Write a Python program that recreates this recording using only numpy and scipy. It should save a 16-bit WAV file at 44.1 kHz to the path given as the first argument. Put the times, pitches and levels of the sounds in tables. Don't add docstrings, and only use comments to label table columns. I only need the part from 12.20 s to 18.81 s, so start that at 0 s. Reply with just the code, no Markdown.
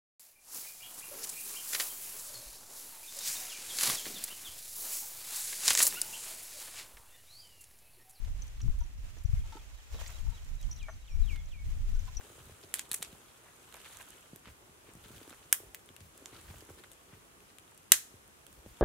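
import sys
import numpy as np
from scipy import signal
from scipy.fft import rfft, irfft
from scipy.io import wavfile
from scipy.ndimage import uniform_filter1d

SR = 44100
rng = np.random.default_rng(int(sys.argv[2]) if len(sys.argv) > 2 else 0)


def output_pcm(signal):
    pcm = np.clip(np.atleast_2d(signal).T, -1, 1) * 32767
    wavfile.write(sys.argv[1], SR, np.round(pcm).astype(np.int16))


def natural_amplitude(level_db):
    exponent = np.asarray(level_db, float) / 20
    return 10 ** exponent


N = 291501

# freq_hz, level_db
HISS = [(41, -29.5), (70, -2), (103, -2.5), (348, -5), (962, -8), (1180, -5.5), (1850, -11), (2780, -11.5),
        (4370, -17.5), (8810, -14), (11800, -17), (15500, -25)]
HISS_DB = -60.5
# freq_hz, likeness
HISS_LIKENESS = [(60, 0.9), (240, 0.35), (950, -0.39), (3770, -0.21), (15000, -0.22)]
# freq_hz, likeness
MOVEMENT_LIKENESS = [(60, 0.95), (240, 0.81), (950, 0.97), (3770, 0.23), (15000, -0.14)]

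# freq_hz, level_db
BRUSH_COLOUR = [(3000, -24), (5000, -8), (6500, 4), (10000, 4), (13500, -2), (15500, -9)]
# freq_hz, level_db
CLOTH_COLOUR = [(500, -22.5), (1000, -2), (1400, -0.5), (2000, -7), (3300, -2.5), (4500, -10), (6500, -25)]
# freq_hz, level_db
CRUNCH_COLOUR = [(120, -22.5), (250, -8), (380, 1), (550, -7), (900, -9), (1600, -25.5)]
# freq_hz, level_db
WEIGHT_COLOUR = [(20, -25), (40, 2), (58, 3), (90, -5.5), (160, -10), (300, -32.5)]
# time_s, effort_db
ARMS = [(0, -60.5), (.72, -66), (.86, -62.5), (1.23, -67), (1.56, -63), (1.69, -57), (1.91, -62),
        (2.36, -74), (2.72, -70), (2.91, -62), (3.22, -65), (3.81, -76), (4.07, -63), (4.2, -61.5),
        (4.84, -70), (5.58, -74.5), (6.45, -74), (6.61, -61)]
# time_s, effort_db
LEGS = [(0, -64), (.15, -63), (.33, -69), (.55, -64), (.72, -67), (.86, -60.5), (1.23, -71), (1.56, -65),
        (2.36, -70), (2.91, -63), (3.22, -66), (3.81, -68.5), (4.25, -64), (4.84, -69), (4.95, -67),
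        (5.58, -72.5), (6.41, -67.5), (6.61, -70.5)]
SLEEVE_DB, SLEEVE_SLOPE, USUAL_DB = -1.5, 1.1, -65
# middle_s, peak_db, length_s, centre_hz
SCUFFS = [(.01, -55.5, 0.026, 1520), (0.438, -56, 0.036, 3500), (.555, -47, .04, 9000),
          (.565, -52, .06, 3000), (.6, -55, .09, 4500), (.74, -52, .07, 3000), (.765, -50, .06, 9500),
          (.845, -52, .07, 4500), (1.27, -65, .3, 1200), (1.555, -53, 0.082, 1380), (1.56, -57, .06, 8000),
          (1.6, -59, .06, 3000), (1.661, -55, 0.08, 2490), (1.735, -57, .06, 9000), (1.816, -54, .03, 9500),
          (1.809, -53, 0.06, 1400), (2.275, -55.5, 0.1, 1770), (2.69, -62.5, 0.11, 1500),
          (2.85, -58.5, 0.035, 2500), (2.971, -59, 0.054, 3180), (3.032, -59.5, 0.044, 2980),
          (2.97, -58, .05, 8000), (3.03, -59, .05, 9000), (3.09, -58, .07, 8500), (3.81, -58, .025, 5000),
          (4.39, -58, .02, 9500), (3.105, -59, 0.072, 2500), (3.125, -56, 0.082, 1090),
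          (3.238, -63, .05, 3000), (4.17, -57.5, 0.16, 2600), (4.3, -57, 0.061, 2000),
          (4.343, -57, 0.019, 1500), (4.411, -59, .03, 3500), (4.496, -60, .04, 1520),
          (4.5, -60, .04, 8500), (4.589, -60, .04, 8500), (4.589, -58, .05, 2800), (4.59, -58, .06, 200),
          (4.643, -57, 0.027, 1450), (4.94, -62.5, 0.12, 1500), (5.299, -63, 0.053, 3000),
          (5.522, -58.5, 0.014, 990)]
# start_s, length_s, level_db
ROLLS = [(0.007, 0.053, -61), (0.176, 0.173, -59), (0.924, 0.029, -62), (1.757, 0.035, -62),
         (2.13, 0.043, -63), (2.271, 0.059, -54), (2.501, 0.029, -64), (2.656, 0.043, -61),
         (2.748, 0.045, -60), (2.82, 0.059, -58), (2.9, 0.105, -57), (3.439, 0.055, -61),
         (3.804, 0.085, -56), (4.117, 0.101, -62), (4.233, 0.167, -53), (4.492, 0.073, -61),
         (4.935, 0.063, -59), (5.939, 0.033, -61), (6.284, 0.123, -59), (6.452, 0.087, -54)]
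ROLL_EDGE_S, ROLL_DB, STANDING_DB = .02, -2.5, -2.5
# start_s, peak_db, knock_hz, boom_db (re peak)
THUDS = [(.1, -47, 420, -14), (.12, -50, 400, -14), (.181, -48, 400, -8), (.205, -56, 200, 0),
         (.269, -52, 191, -1), (.295, -46, 446, -10), (.315, -55, 200, 0), (.441, -47, 364, -10),
         (.714, -44, 196, -26), (.804, -45, 196, -25), (.929, -43, 188, -26), (2.132, -38, 200, -20),
         (2.1605, -48, 375, -16), (2.271, -45, 226, -10), (2.283, -48, 336, -8), (2.494, -53, 202, -10),
         (2.689, -47, 300, -17.5), (2.752, -44, 191, -14), (2.77, -50, 191, -7), (2.858, -46, 223, -8),
         (2.905, -43, 252, -8), (2.95, -50, 237, -8), (2.974, -48, 300, -16), (3.014, -43.5, 322, -24),
         (3.077, -42, 340, -30), (3.11, -44.5, 300, -22), (3.402, -44.5, 390, -14), (3.434, -46, 417, -12),
         (3.703, -48, 300, -9), (3.808, -51, 250, 0), (4.023, -45, 315, -22), (4.128, -44.5, 320, -9),
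         (4.302, -47, 193, 0), (4.342, -50, 350, -8), (4.423, -42, 380, -21), (4.49, -43, 322, -15),
         (4.503, -41.5, 417, -9), (4.93, -48, 193, -4), (5.385, -57, 250, -5), (5.736, -44, 400, -20),
         (5.94, -47, 250, -6), (6.4612, -39, 330, -8), (6.4645, -39, 220, -12)]
BOOT_LAG = 5

# freq_hz, t60_s
FOREST_T60 = [(500, 0.21), (1500, 0.23), (3000, 0.19), (5000, 0.21), (8000, 0.2), (12000, 0.2),
              (16000, 0.24)]
# freq_hz, level_db
FAR_TRUNKS = [(2000, -22), (8000, -23), (12000, -26), (16000, -31)]
# delay_s, left_db, right_db
NEAR_TRUNKS = [(.0055, -29, -26), (0.0105, -27, -24), (0.017, -19.5, -18), (.0225, -24, -22.5)]

# freq_hz, level_db
CRACK_COLOUR = [(300, -25.5), (900, -13.5), (1600, -5), (3000, -5.5), (3900, -4.5), (5000, -14), (6300, -5),
                (9000, -1.5), (12000, -5.5), (14000, -7.5), (15600, -12), (16500, -30)]
# start_s, peak_db, woody_db (re bright band), ring_hz
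BREAKS = [(.5399, -16, -10, 2100), (.5431, -29, -7, 8000), (.5462, -31, -10, 9000), (.549, -35, -14, 2990),
          (.5514, -34, -12, 3120), (.5568, -33, -7, 10000), (.563, -35, -10, 3360), (.5706, -33, -8, 5600),
          (.586, -32, -2.5, 3660), (.5932, -23, -5.5, 2150), (.6108, -39.5, -6, 3140),
          (.618, -42, -10, 7600), (.7147, -19, -5, 4220), (.7202, -25, -6, 4290), (.7308, -23, -17, 11000),
          (.7418, -20, -13, 10500), (.7446, -21, -11, 7200), (.747, -27.5, -9, 1570),
          (.7612, -35, -14, 9000), (.7842, -41, -8, 7000), (.8117, -43, -4, 13000), (.8212, -35, 0, 3790),
          (.8254, -22.5, -4, 2390), (.8291, -27, -8, 2330), (.847, -46, -8, 8500), (.9276, -45, -3, 3290),
          (3.3155, -49, -7, 2430)]
# start_s, peak_db, woody_db (re bright band), ring_hz
TICKS = [(1.525, -40, 5, 1360), (1.5415, -37, -.5, 1290), (1.5541, -46, -2, 1310),
         (1.7705, -35.5, -4, 6500), (1.8064, -44, 5, 1080), (1.82, -44.5, -16, 4290),
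         (1.9047, -45.5, -12, 1360), (2.1598, -36.5, -6, 13500), (2.8828, -47.5, -4, 3360),
         (2.9803, -46, 1, 3210), (3.014, -47, -1, 3120), (3.0976, -44, -3, 8000), (3.1054, -41.5, 1, 3680),
         (3.1215, -50, 2.5, 1460), (3.5463, -29, -7, 1920), (3.5527, -42, -7, 2780),
         (3.5934, -48.5, 1, 1590), (3.6893, -43, 8, 3170), (3.764, -39.5, -.5, 2840),
         (3.8057, -48, 3, 1010), (3.977, -41.5, -12, 1310), (4.0578, -31, -2, 6500),
         (4.4061, -45, -10, 2300), (4.6374, -40, 9, 1360), (4.716, -41.5, -7, 3530),
         (4.3835, -47, -11, 8000), (5.3845, -39, -1, 2910), (5.5768, -42.5, -11.5, 2800),
         (6.266, -41, -3, 3230), (6.3279, -46, -8, 1440)]
# start_s, peak_db, woody_db (re bright band), ring_hz
SPLINTERS = [(.412, -50, 0, 2900), (.4294, -47, 0, 3400), (.6537, -45, 2, 3600), (.6925, -45, -14, 8500),
             (1.615, -47, 0, 3000), (1.6459, -46, 4, 3500), (1.7875, -47, -14, 12500),
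             (1.8265, -44, -12, 9500), (1.8868, -46, -14, 12000), (2.278, -53, 4, 1400),
             (2.7364, -44, -10, 8500), (2.752, -48, -4, 5500), (2.8396, -48, 2, 3440),
             (2.859, -47, 8, 1500), (2.9499, -47, -3, 8800), (3.004, -48, 6, 1800), (3.0661, -48, 3, 8500),
             (3.077, -45, 6, 1500), (3.135, -47, 2, 2500), (3.6597, -48, -8, 9500), (4.188, -47, 6, 1600),
             (4.213, -48, 2, 2600), (4.313, -48, -12, 12500), (4.45, -50, -8, 11000),
             (4.517, -49, -10, 11000), (4.7225, -47, -10, 9000), (4.7325, -45, -6, 8000),
             (5.2042, -49, 2, 2660), (5.396, -48, -10, 9500), (5.478, -51, 3, 3500),
             (5.512, -49, -12, 8500), (5.546, -51, -12, 8000), (5.631, -51, -3, 5500),
             (6.078, -50, -14, 12000), (6.4614, -50, 3, 1400), (6.605, -47, -8, 10000)]
# start_s, peak_db, t60_s
THICK = [
    (3.3269, -2, .006),
    (5.7193, 4.6, .012),
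]
# start_s, then a list of freq_hz, level_db
BRANCHES = [
    (3.327, [(150, -44), (450, -29), (780, -14), (1150, -16), (1600, -1), (1900, -10), (2300, -2), (2650, -11), (3000, -3), (3600, -8), (4350, -22), (5200, -5), (6570, -3.5), (9160, 0), (12800, 0), (14900, -6), (16300, -13.5)]),
    (5.721, [(150, -50), (460, -14), (900, -30), (1250, -17), (1950, -4.5), (2450, -13), (2990, 2), (3280, -9), (3750, -.5), (4800, -12), (5910, -2), (7200, 1.5), (8800, 0), (12300, 1.5), (13000, -11), (15000, -6), (16500, -30)]),
]
# freq_hz, level_db
FIRST_TEAR = [(250, -20), (1160, -13), (1700, -6), (2820, -5), (3600, -10), (4700, -8), (5880, -15),
              (7600, 0), (9500, -3), (12300, -3), (15000, -14), (16300, -33)]
# freq_hz, level_db
LAST_FIBRE = [(180, -50), (300, -20), (1050, -13), (2120, -2), (4280, -6), (5230, -11), (6610, 1),
              (16300, -15)]
# freq_hz, level_db
SECOND_TEAR = [(250, -19), (983, -16), (2200, -9), (3000, -12), (4070, -2), (5590, -17), (6600, -11),
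               (9870, 0), (13100, -8), (16300, -29)]
# freq_hz, level_db
BARK_STRIP = [(180, -54), (300, -24), (1000, -23), (2160, -10), (5060, -17), (7560, 0), (10000, -3),
              (16300, -17)]
# freq_hz, level_db
THIRD_TEAR = [(180, -43), (300, -13), (1140, -4), (2420, -7), (3620, 0), (5590, -8), (8640, -1),
              (13100, -7), (16300, -22)]
# freq_hz, level_db
THIN_TWIG = [(180, -49), (300, -19), (1310, -14), (1920, 0), (5140, -13), (6720, -7), (13100, -11),
             (14500, 0), (16300, -12)]
# freq_hz, level_db
BUNDLE_TWIG = [(180, -47), (300, -17), (3280, -5), (4650, -9), (7070, 1), (8780, -12), (11700, -13),
               (16300, -33)]
# start_s, colour
TEARS = [(.5399, FIRST_TEAR), (.5932, LAST_FIBRE), (.7147, SECOND_TEAR), (.7446, BARK_STRIP),
         (.8254, THIRD_TEAR), (3.5463, THIN_TWIG), (4.0578, BUNDLE_TWIG)]
# start_s, then a list of freq_hz, level_db
SIDEWAYS = [
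    (3.327, [(500, 0), (1400, 0), (2600, -4), (4300, 3), (5700, -3), (8000, -1), (13000, -2), (16000, 3)]),
    (5.721, [(500, 6), (950, 8), (1600, 6), (3500, -1), (4800, 4), (7500, 0), (11000, -2), (16000, 3)]),
]
# time_s, left_right_db
HANDS = [(.55, -1.5), (.93, 0), (1.53, -8), (1.85, -13), (2.9, 9), (3.1, -4), (3.33, -1.5), (3.55, -2),
         (3.78, 9), (4.0, -4), (4.4, -12), (4.72, 8), (5.38, 8), (5.72, -5.5), (6.3, -9)]
# time_s, share
UNLIKE = [(.7, 1.3), (1.5, 1.1), (3.33, .55), (4.0, .9), (5.72, 1.4)]
SCATTER_DB = 1.5
VOLLEY_S, QUICKER_S_PER_DB, FAINT_DB = .010, .00008, -45
TICK_S, SPLINTER_S = .006, .004
PARTED_S, PARTED_DB = .0040, -17


def evened(x):
    return x / np.sqrt(np.mean(x ** 2) + 1e-20)


def read(points, hz):
    f, value = np.transpose(points)
    return np.interp(np.log(hz + 1), np.log(f + 1), value)


def add(mix, s, sound):
    part = mix[..., round(s * SR):][..., :sound.shape[-1]]
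    part += sound[..., :part.shape[-1]]


def colour(points, size=1):
    log_gain = np.log(natural_amplitude(read(points, abs(np.fft.fftfreq(4096, 1 / SR)))))
    log_gain = uniform_filter1d(log_gain, size=size, mode="wrap")
    return np.fft.ifft(np.exp(signal.hilbert(log_gain).conj())).real[:1024]


def noise(points, likeness, patchy_db, size=512):
    frames, hz = 4 * N // size + 5, np.fft.rfftfreq(size, 1 / SR)
    a, b, c, d, patches = rng.standard_normal((frames, len(hz), 5)).T
    patches = uniform_filter1d(patches, size=8, axis=0)
    patches = evened(uniform_filter1d(patches, size=10, axis=1))
    like = np.clip(read(likeness, hz), -1, 1)[:, None]
    left = a + 1j * b
    right = like * left + np.sqrt(1 - like ** 2) * (c + 1j * d)
    z = np.array([left, right]) * natural_amplitude(read(points, hz)[:, None] + patchy_db * patches)
    return evened(signal.istft(z, nperseg=size, noverlap=size * 3 // 4)[1][:, :N])


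def hiss():
    return natural_amplitude(HISS_DB) * noise(HISS, HISS_LIKENESS, 0.6, size=2048)


def grains(per_s, spread_db, seconds):
    clicks = natural_amplitude(spread_db * np.minimum(rng.exponential(1, N), 2.8)) * (rng.random(N) < per_s / SR)
    return evened(signal.lfilter([1], [1, -np.exp(-1 / (seconds * SR))], clicks))


def weight(legs_db):
    level = natural_amplitude(legs_db + STANDING_DB)
    for s, seconds, db in ROLLS:
        t = np.arange(0, seconds + 2 * ROLL_EDGE_S, 1 / SR)
        swell = np.clip(np.minimum(t, t[::-1]) / (2 * ROLL_EDGE_S), 0, 1)
        add(level, max(s - ROLL_EDGE_S, 0), natural_amplitude(db + ROLL_DB) * swell ** 2)
    return level


def scuff(grit, s, db, seconds, hz):
    start = max(s - seconds / 2, 0)
    part = grit[:, round(start * SR):][:, :round(seconds * SR)]
    sos = signal.butter(2, [hz / 2.53, hz * 1.69], "bandpass", fs=SR, output="sos")
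    return start, natural_amplitude(db) * evened(signal.sosfilt(sos, part)) * np.hanning(part.shape[1])


def movements():
    t = np.arange(N) / SR
    arms_db = np.interp(t, *np.transpose(ARMS))
    legs_db = np.interp(t, *np.transpose(LEGS))
    sleeve_db = USUAL_DB + SLEEVE_DB + SLEEVE_SLOPE * (arms_db - USUAL_DB)

    brush = noise(BRUSH_COLOUR, MOVEMENT_LIKENESS, 1.5) * evened(2.0 + grains(300, 3.8, .0012))
    cloth = noise(CLOTH_COLOUR, MOVEMENT_LIKENESS, 2) * evened(1.4 + grains(300, 3.8, .002))
    crunch = noise(CRUNCH_COLOUR, MOVEMENT_LIKENESS, 2, size=1024) * evened(1.5 + grains(80, 3.5, .006))
    ground = noise(WEIGHT_COLOUR, [(30, .95), (200, .92)], .7, size=2048)
    out = natural_amplitude(arms_db) * brush + natural_amplitude(sleeve_db) * cloth
    out += natural_amplitude(legs_db) * crunch + weight(legs_db) * ground

    grit = noise([(100, 0), (16000, 0)], MOVEMENT_LIKENESS, 2.5, size=256)
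    grit *= evened(.7 + grains(450, 3.4, .0012))
    for row in SCUFFS:
        add(out, *scuff(grit, *row))
    return out


def thud(peak_db, hz, boom_db):
    t = np.arange(int(.2 * SR)) / SR
    knock_hz = hz * (0.7 + .3 * np.exp(-t / .007) + 1.3 * np.exp(-t / 0.001))
    knock = -natural_amplitude(-60 * t / 0.034) * np.sin(2 * np.pi * np.cumsum(knock_hz) / SR)
    boom_hz = 75 + 70 * np.exp(-t / 0.013)
    boom = natural_amplitude(boom_db + 3.5 - 60 * t / .13) * np.sin(2 * np.pi * np.cumsum(boom_hz) / SR)
    both = np.minimum(t / 0.0008, 1) * knock + np.minimum(t / 0.0057, 1) * boom
    return natural_amplitude(peak_db - 0.5) * both


def forest(spread):
    taps = np.zeros((2, SR // 2))
    at = np.arange(100, SR // 2 - 10, 10) + rng.integers(0, 10, (2, (SR // 2 - 101) // 10))
    np.put_along_axis(taps, at, rng.choice([-1., 1.], at.shape), 1)
    hz, t, z = signal.stft(taps, SR, nperseg=128)
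    decay = natural_amplitude(-60 * t / read(FOREST_T60, hz)[:, None])
    decay = decay + natural_amplitude(7.5 - 60 * t / 0.034)
    decay = decay + natural_amplitude(read(FAR_TRUNKS, hz)[:, None] - 60 * t / 0.71)
    tail = signal.istft(z * decay, SR, nperseg=128)[1]
    tail = natural_amplitude(-9) * tail / np.linalg.norm(tail[0])
    barks = rng.standard_normal((len(NEAR_TRUNKS), 2, 200))
    for (delay, *db), bark in zip(NEAR_TRUNKS, barks):
        bark = signal.lfilter([1], [1, -.6], bark)
        bark = bark * natural_amplitude(-60 * np.arange(bark.shape[1]) / SR / .004)
        add(tail, delay, natural_amplitude(np.array(db))[:, None] * bark / np.linalg.norm(bark[0]))
    return signal.fftconvolve(spread[None], tail, axes=1)[:, :N]


def twig(woody_db, ring_hz):
    hz = np.geomspace(250, 17000, num=90)
    ring_db = 8.0 * np.exp(-(np.log(hz / ring_hz) / 0.14) ** 2)
    return list(zip(hz, read(CRACK_COLOUR, hz) + (woody_db + 4.0) * (hz < 4300) + ring_db))


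def snap(chance, s, peak_db, woody_db, ring_hz, t60, pan_db):
    own = [points for when, points in BRANCHES if abs(when - s) < .006]
    own += [points for when, points in TEARS if abs(when - s) < .0025]
    thick = [points for when, points in SIDEWAYS if abs(when - s) < .003]
    points = own[0] if own else twig(woody_db, ring_hz)
    wood = colour(points)
    around = colour(points, size=81)

    t = np.arange(len(chance[0])) / SR
    shape = np.minimum(t / 0.00051, 1) ** 2 * natural_amplitude(-60 * t / t60)
    apart = np.diff(chance[1:3], axis=1, prepend=0)
    unlike = np.interp(s, *np.transpose(UNLIKE))
    volley = (chance[0] + unlike * (0.22 * chance[3:] + 0.3 * apart)) * shape
    volley = rfft(volley, axis=1)
    usual = uniform_filter1d(abs(volley.mean(axis=0)), size=5 if thick else 19)
    volley /= usual ** (1 if own else .7)
    direct = signal.fftconvolve(irfft(volley, axis=1)[:, :620], wood[None], axes=1)
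    if thick:
        after_s = np.arange(direct.shape[1]) / SR - PARTED_S
        direct *= natural_amplitude(PARTED_DB * np.clip(after_s / .0004, 0, 1))
    direct *= natural_amplitude(peak_db + 2.0) / abs(direct).max()
    spread = around * np.linalg.norm(direct[0]) / np.linalg.norm(around)
    if thick:
        spread = np.convolve(spread, colour(thick[0]))
    return natural_amplitude(pan_db * np.array([[.5], [-.5]])) * direct, spread


def scene():
    boots = np.zeros(N)
    for s, *row in THUDS:
        add(boots, s, thud(*row))
    boots = np.array([np.roll(boots, BOOT_LAG), boots])

    snaps = [(row, VOLLEY_S - QUICKER_S_PER_DB * (row[1] - FAINT_DB)) for row in BREAKS]
    snaps += [(row, TICK_S) for row in TICKS]
    snaps += [(row, SPLINTER_S) for row in SPLINTERS]
    snaps += [((s, db, 0, 1000), t60) for s, db, t60 in THICK]
    twigs, spread = np.zeros((2, N)), np.zeros(N)
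    chances = rng.standard_normal((len(snaps), 5, 900))
    for ((s, db, *wood), t60), chance in zip(snaps, chances):
        pan_db = np.interp(s, *np.transpose(HANDS)) + SCATTER_DB * chance[0, -1]
        direct, around = snap(chance, s, db, *wood, t60, pan_db)
        add(twigs, s, direct)
        add(spread, s, around)

    background = forest(spread) + movements() + hiss()
    dull = signal.firwin(601, 15800, fs=SR)[None]
    edge = signal.firwin(301, 16300, fs=SR)[None]
    background = signal.oaconvolve(background, dull, "same", axes=1)
    return signal.oaconvolve(twigs, edge, "same", axes=1) + boots + background


def top_cut(x):
    return signal.sosfilt(signal.butter(12, 16450, fs=SR, output="sos"), x)


def record(dry):
    thin = signal.sosfilt(signal.butter(2, 48, "highpass", fs=SR, output="sos"), dry)
    mix = np.clip(thin, -1, 1)
    return top_cut(mix)


dry = scene()
out = record(dry)
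output_pcm(out)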